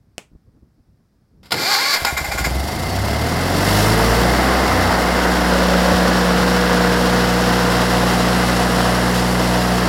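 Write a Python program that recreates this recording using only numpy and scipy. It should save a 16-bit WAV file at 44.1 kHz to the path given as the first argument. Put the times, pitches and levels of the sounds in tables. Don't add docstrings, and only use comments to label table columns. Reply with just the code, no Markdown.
import sys
import numpy as np
from scipy import signal
from scipy.fft import rfft, irfft, next_fast_len
from scipy.io import wavfile
from scipy.ndimage import uniform_filter1d

SR = 44100
rng = np.random.default_rng(int(sys.argv[2]) if len(sys.argv) > 2 else 0)


def dump_mix(stems):
    frames = np.atleast_2d(stems).T
    limited = np.clip(frames, -1, 1)
    pcm = np.round(limited * 32767).astype(np.int16)
    wavfile.write(sys.argv[1], SR, pcm)


N = 435708


def from_db(db):
    return 10 ** (np.asarray(db) / 20)


def rms_one(x):
    return x / np.sqrt(np.mean(x ** 2) + 1e-20)


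def clock():
    return np.arange(N) / SR


def white():
    return rng.standard_normal(N)


def drift(rate_hz):
    return rms_one(np.interp(clock() * rate_hz, np.arange(4096), rng.standard_normal(4096)))


def ramp(mid_s, takes_s):
    return np.clip((clock() - mid_s) / takes_s + .5, 0, 1)


def hump(x, centre, half):
    return 1 / (1 + ((x - centre) / half) ** 4)


def burst(start_s, db, rise_s, decay_s):
    age = clock() - start_s
    return from_db(db) * np.clip(age / rise_s, 0, 1) * np.exp(-np.clip((age - rise_s) / decay_s, 0, 20))


def colour(x, spectrum):
    hz, db = np.transpose(spectrum)
    size = next_fast_len(N + SR // 10)
    f = np.arange(size // 2 + 1) * SR / size + 1e-3
    ends = 1 / np.sqrt((1 + (.8 * hz[0] / f) ** 8) * (1 + (.8 * f / hz[-1]) ** 8))
    gain = ends * from_db(np.interp(np.log(f), np.log(hz), db))
    return rms_one(irfft(rfft(x, size) * gain, size)[:N])


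def resonate(x, modes):
    out = 0
    for k, (hz, width_hz, db) in enumerate(modes):
        r = np.exp(-np.pi * width_hz / SR)
        mode = signal.lfilter([1, 0, -1], [1, -2 * r * np.cos(2 * np.pi * hz / SR), r * r], x)
        out = out + (-1) ** k * from_db(db) * (1 - r * r) / 2 * mode
    return rms_one(out)


# f/Hz, relative level/dB
YARD_SPECTRUM = [(60, -1), (200, -8.5), (500, -23), (1700, -30.5), (3000, -40.5), (5200, -34), (6500, -42),
                 (15000, -44.5)]
BREEZE_SPECTRUM = [(55, 3), (170, -0.5), (380, -13), (750, -29)]
# t/s, level/dB, half length/s
BREEZE_PUFFS = [(0.327, -45, 0.01), (0.357, -37.5, 0.006), (0.484, -49, .02), (0.566, -49, 0.024),
                (0.632, -47, 0.01), (0.797, -52, .014), (1.003, -54, .012), (1.43, -52, 0.11)]

def air(yard_db):
    puffs = sum(from_db(db) * hump(clock(), s, half_s) for s, db, half_s in BREEZE_PUFFS)
    restless = from_db(-65.5 + 4 * drift(18))
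    yard = from_db(yard_db) * colour(white(), YARD_SPECTRUM)
    return yard + (puffs + restless) * colour(white(), BREEZE_SPECTRUM)


# f/Hz, width/Hz, peak level/dB
SWITCH_MODES = [(260, 130, -49), (665, 240, -18.5), (2350, 350, -46), (2930, 450, -14.5), (5500, 1500, -12),
                (7550, 1800, -13)]
# f/Hz, relative level/dB
PANEL_SPECTRUM = [(150, 1), (600, 2), (1600, -9), (2600, 0), (4000, -13), (8000, -10), (15000, -30)]

def switch(at_s, rattle_db, decay_s):
    age = np.clip(clock() - at_s, 0, 1)
    snap = sum(from_db(db) * np.sin(2 * np.pi * hz * age) * np.exp(-np.minimum(np.pi * width * age, 20))
               for hz, width, db in SWITCH_MODES)
    rattle = (age > 0) * np.exp(-age / decay_s) * colour(white(), PANEL_SPECTRUM)
    return snap + from_db(rattle_db) * rattle


# t/s, level/dB, decay/s
PINION_CLUNKS = [(1.43, -46.5, 0.047), (1.456, -46, 0.025), (1.507, -26, 0.034), (1.519, -13, 0.024),
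                 (2.048, -7.5, 0.0079)]
ENGAGE_S = 1.52

def engagement(ring, crash):
    clunks = sum(burst(s, db, .0013, decay_s) for s, db, decay_s in PINION_CLUNKS)
    rumble = colour(white(), [(130, -7.5), (190, -14), (400, -9)])
    jolt = burst(ENGAGE_S, db=-24, rise_s=.022, decay_s=.097) * rumble
    return clunks * (.66 * crash + .23 * ring) + jolt


def compression(lead_s=0, times_s=(1.762, 1.975), width_s=.033):
    return sum(np.exp(-((clock() + lead_s - s) / width_s) ** 2) for s in times_s)


# f/Hz, width/Hz, relative level/dB
FLYWHEEL_MODES = [(803, 27, 5.5), (1097, 16, 10), (1425, 28, 8), (1664, 85, 5.5), (2093, 58, 9),
                  (2367, 53, 7.5), (3830, 34, -9), (4600, 53, -4), (4690, 35, -7), (5000, 22, -6),
                  (7170, 640, -7.5), (12000, 200, -5.5)]
# f/Hz, relative level/dB
CRASH_SPECTRUM = [(140, -9), (800, 1), (2300, -4), (2900, -5.5), (5200, 0.5), (6200, -20), (7300, -17),
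                  (9000, -16), (12300, -13), (16000, -24)]
UNLOAD_S = 1.97

def starter(free_mesh_hz, spin_up_s, drag_share):
    age = np.maximum(clock() - ENGAGE_S, 0)
    unloaded = ramp(UNLOAD_S, takes_s=.047)
    mesh_hz = free_mesh_hz * (1 - np.exp(-age / spin_up_s)) * (1 - drag_share * compression())
    mesh_rad = 2 * np.pi * np.cumsum(mesh_hz * (1 + .009 * drift(150))) / SR
    whine = gear_whine(mesh_rad, age, db=-23.5, attack_s=.15) * (1 - unloaded)
    scrape = white() * from_db(2.2 * np.cos(mesh_rad) + 1.3 * drift(200))
    ring, crash = resonate(scrape, FLYWHEEL_MODES), colour(scrape, CRASH_SPECTRUM)
    grind = gear_grind(mesh_rad, age, unloaded, ring, db=-20, attack_s=.098, coast_db_per_s=51)
    return engagement(ring, crash) + whine + grind + backlash(ring, crash)


def gear_whine(mesh_rad, age, db, attack_s):
    tone = rms_one(sum(from_db(harmonic_db) * np.sin(k * mesh_rad + 2 * np.pi * rng.random())
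                       for k, harmonic_db in enumerate([-11, 0, -2, -3], 1)))
    attack = np.minimum(age / attack_s, 1) ** 3
    return from_db(db) * attack * (.8 * tone + .15 * resonate(tone, FLYWHEEL_MODES))


def gear_grind(mesh_rad, age, unloaded, ring, db, attack_s, coast_db_per_s):
    teeth = rms_one(np.diff(np.floor(mesh_rad / (2 * np.pi)), prepend=0))
    strikes = teeth * from_db(2 * drift(400)) * (1 - unloaded)
    screech = resonate(strikes + .61 * white(), [(4440, 560, 0)]) * (1 - .79 * unloaded)
    rasp = from_db(-4) * ring + from_db(-5.5) * colour(white(), CRASH_SPECTRUM) + from_db(-6.5) * screech
    load_db = 4.5 * compression(lead_s=.023) - 3.5 * unloaded
    coast_db = coast_db_per_s * np.maximum(clock() - UNLOAD_S, 0)
    return from_db(db + load_db - coast_db) * np.minimum(age / attack_s, 1) * rasp


# t/s, level/dB
BACKLASH_KNOCKS = [(2.061, -17.5), (2.166, -19), (2.239, -22.5), (2.312, -21), (2.374, -18.5),
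                   (2.439, -19.5)]

def backlash(ring, crash):
    knocks = sum(burst(s, db, rise_s=.0084, decay_s=.027) for s, db in BACKLASH_KNOCKS)
    return knocks * (1.06 * ring + .5 * crash)


# t/s, f/Hz
CRANK_SPEED = [(2.0, 8.02), (2.13, 10.6), (2.48, 20.0), (3.05, 34.2), (3.29, 40.4), (3.51, 45.8),
               (3.99, 55.8), (4.49, 64.0), (4.71, 63.1), (4.97, 60.3), (9.85, 60.5)]

def engine(first_firing_s):
    t = clock()
    crank_hz = np.interp(t, *np.transpose(CRANK_SPEED))
    pace = crank_hz / crank_hz.max()
    turns = np.cumsum(crank_hz * (1 + .003 * drift(12)) * (t > first_firing_s)) / SR
    firing = np.cos(2 * np.pi * turns)
    throttle = 1 - ramp(4.4, takes_s=.4)
    surge = burst(3.44, db=0, rise_s=.33, decay_s=.45)
    near, at_end = ramp(5.33, takes_s=.64), ramp(9, takes_s=.64)

    def level(db, doubling_db, surge_db, near_db, end_db):
        speed_db = doubling_db * np.log2(np.maximum(pace, .33))
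        return from_db(db + speed_db + surge_db * surge + near_db * near + end_db * at_end)
    knock = blows(turns, per_cycle=14, jitter_s=.0003, uneven_db=3, decay_s=.003)
    parts = (clatter(knock, level) + covers(knock, level) + fan(firing, level)
             + hiss(knock, firing, pace, level) + casing(knock) + flywheel_air(at_end)
             + intake(knock, crank_hz, pace, db=-21.5) + chugs(turns, db=-23.5)
             + exhaust(turns, crank_hz, pace, throttle, near) + misfires(turns))
    return np.interp(t, [1.9, 2.02, 2.45], [0, .7, 1]) * parts


def chugs(turns, db):
    puffs = np.diff(np.ceil(turns), prepend=0) * from_db(2 * drift(22.1))
    boom = resonate(puffs, [(67, 10, -2), (138, 27, -11), (322, 100, -20)])
    return from_db(db) * np.interp(clock(), [2.7, 3.3], [1, 0]) * boom


def blows(turns, per_cycle, jitter_s, uneven_db, decay_s):
    out = 0
    age = np.arange(SR // 20) / SR
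    cycles = np.arange(int(turns[-1] / 2) + 1)
    for share in (np.arange(per_cycle) + rng.random(per_cycle)) / per_cycle:
        timing, strength = rng.standard_normal((400, 2))[cycles].T
        at_s = np.interp(2 * (cycles + share), turns, clock()) + jitter_s * timing
        clicks = np.bincount(np.clip(at_s * SR, 0, N - 1).astype(int), from_db(uneven_db * strength), N)
        ring = rng.standard_normal(len(age)) * np.exp(-age / decay_s)
        out = out + signal.oaconvolve(clicks, ring)[:N]
    return rms_one(out)


# f/Hz, relative level/dB
CLATTER_SPECTRUM = [(130, -3), (270, 3), (400, 0), (560, 4.5), (900, -1.5), (1600, -2), (2400, -15),
                    (5500, -28)]

def clatter(knock, level):
    gain = level(-26, doubling_db=4.5, surge_db=-1.5, near_db=4, end_db=-1.8)
    return gain * colour(knock, CLATTER_SPECTRUM)


# f/Hz, width/Hz, relative level/dB
COVER_MODES = [(713, 130, 6.5), (2093, 61, 4), (4470, 14, 0.5), (4660, 70, -4.5), (5031, 29, -4)]

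def covers(knock, level):
    gain = level(-26, doubling_db=2, surge_db=-.5, near_db=-7, end_db=2)
    return gain * resonate(knock + white(), COVER_MODES)


# f/Hz, relative level/dB
FAN_SPECTRUM = [(45, -12), (90, -5.5), (150, 2), (330, 4), (1000, 2), (1700, -1), (2050, -0.5), (2400, -13)]

def fan(firing, level):
    gain = level(-18.5, doubling_db=10.5, surge_db=3.5, near_db=-2, end_db=-3.5)
    return gain * colour(white() * from_db(.25 * firing + 1.1 * drift(300)), FAN_SPECTRUM)


# f/Hz, relative level/dB
HISS_SPECTRUM = [(2000, -25), (2600, 0.5), (3700, -1), (5500, 0.5), (6300, -8.5), (7100, -6), (8000, -9.5),
                 (11000, -9), (16000, -16.5)]

def hiss(knock, firing, pace, level, split_hz=6500):
    noise = white() + .22 * knock
    swell_db = (.64 + 3.1 * (1 - pace)) * firing + .81 * drift(60)
    puffs = colour(noise * from_db(swell_db), HISS_SPECTRUM)
    top = signal.sosfiltfilt(signal.butter(2, split_hz, "high", fs=SR, output="sos"), puffs)
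    return (level(-27.5, doubling_db=4.5, surge_db=6.5, near_db=2.5, end_db=-2.2) * (puffs - top)
            + level(-28, doubling_db=1.6, surge_db=9.5, near_db=.45, end_db=-.5) * top)


def crank_line(turns, order, waver_db):
    return np.sqrt(2) * np.sin(2 * np.pi * (order * turns + rng.random())) * from_db(waver_db * drift(25))


# crank order, level/dB, per speed doubling/dB,
# open throttle/dB, close up/dB, pass t/s, pass half length/s, pass boost/dB
EXHAUST_LINES = [(1, -22.5, 5, 6.5, -0.5, 5.6, 0.39, 2.5), (2, -36, 1.5, 10.5, -6.5, 8.8, 2.5, 16.5),
                 (3, -27, -2.5, -1.5, 5.5, 6.3, 0.83, 2), (8, -39, 8.5, 7.5, 2, 6.94, 0.92, 11.5)]
# crank order, level/dB
EXHAUST_OVERTONES = [(4, -30), (5, -33.5), (6, -35), (12, -32)]
# f/Hz, half width/Hz, boost/dB
PIPE_MODES = [(102.3, 8.3, 4), (447, 21, 9)]

def exhaust(turns, crank_hz, pace, throttle, near, muffler_low_hz=59.1):
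    strong = 0
    waver_db = .5 + 1.3 * throttle
    for order, db, doubling_db, throttle_db, near_db, pass_s, half_s, pass_db in EXHAUST_LINES:
        hz = order * crank_hz
        muffler = 1 / np.sqrt(1 + (muffler_low_hz / hz) ** 12)
        pipe_db = sum(boost_db * hump(hz, centre, half) for centre, half, boost_db in PIPE_MODES)
        place_db = near_db * near + pass_db * hump(clock(), pass_s, half_s)
        effort_db = doubling_db * np.log2(pace) + throttle_db * throttle
        gain = muffler * from_db(db + effort_db + pipe_db + place_db)
        strong = strong + gain * crank_line(turns, order, waver_db)
    weak = sum(from_db(db) * crank_line(turns, order, waver_db=0) for order, db in EXHAUST_OVERTONES)
    return strong + pace ** 1.13 * weak


def intake(knock, crank_hz, pace, db):
    acceleration = uniform_filter1d(np.gradient(crank_hz), size=SR // 3)
    opening = np.clip(acceleration / acceleration.max(), 0, 1)
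    return from_db(db) * opening * pace * resonate(knock, [(159, 53, -1.9), (282, 110, .87)])


# start t/s, end t/s, level/dB
MISFIRE_BOOMS = [(4.69, 4.91, -22.5), (5.925, 5.95, -17), (6.397, 6.415, -23)]

def misfires(turns, edge_s=.033):
    gain = sum(from_db(db) * np.minimum(ramp(start_s, edge_s), 1 - ramp(end_s, edge_s))
               for start_s, end_s, db in MISFIRE_BOOMS)
    return gain * crank_line(turns, order=1.5, waver_db=.7)


def casing(knock):
    side = hump(clock(), 6.3, 1.24) * resonate(knock + white(), [(1442, 50, -1), (1683, 92, 4)])
    hollow = hump(clock(), 5.9, .38) * resonate(knock, [(553, 53, 0)])
    return from_db(-28) * (hollow + side)


def flywheel_air(at_end):
    screen = colour(white(), [(8000, -2), (10500, -2), (11500, -2), (12500, -25)])
    roar = resonate(white(), [(392, 200, 0)])
    return from_db(-38) * hump(clock(), 8.7, 1) * screen + from_db(-27.5) * at_end * roar


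def scene():
    machine = engine(first_firing_s=2.018) + starter(free_mesh_hz=660, spin_up_s=.185, drag_share=.2)
    return (machine + switch(at_s=.1813, rattle_db=-38.5, decay_s=.028) + air(yard_db=-61))[None]


def record(dry):
    cutoff_hz = 15800
    return signal.sosfilt(signal.ellip(10, .1, 80, cutoff_hz, fs=SR, output="sos"), np.tanh(dry))


dry = scene()
out = record(dry)
dump_mix(out)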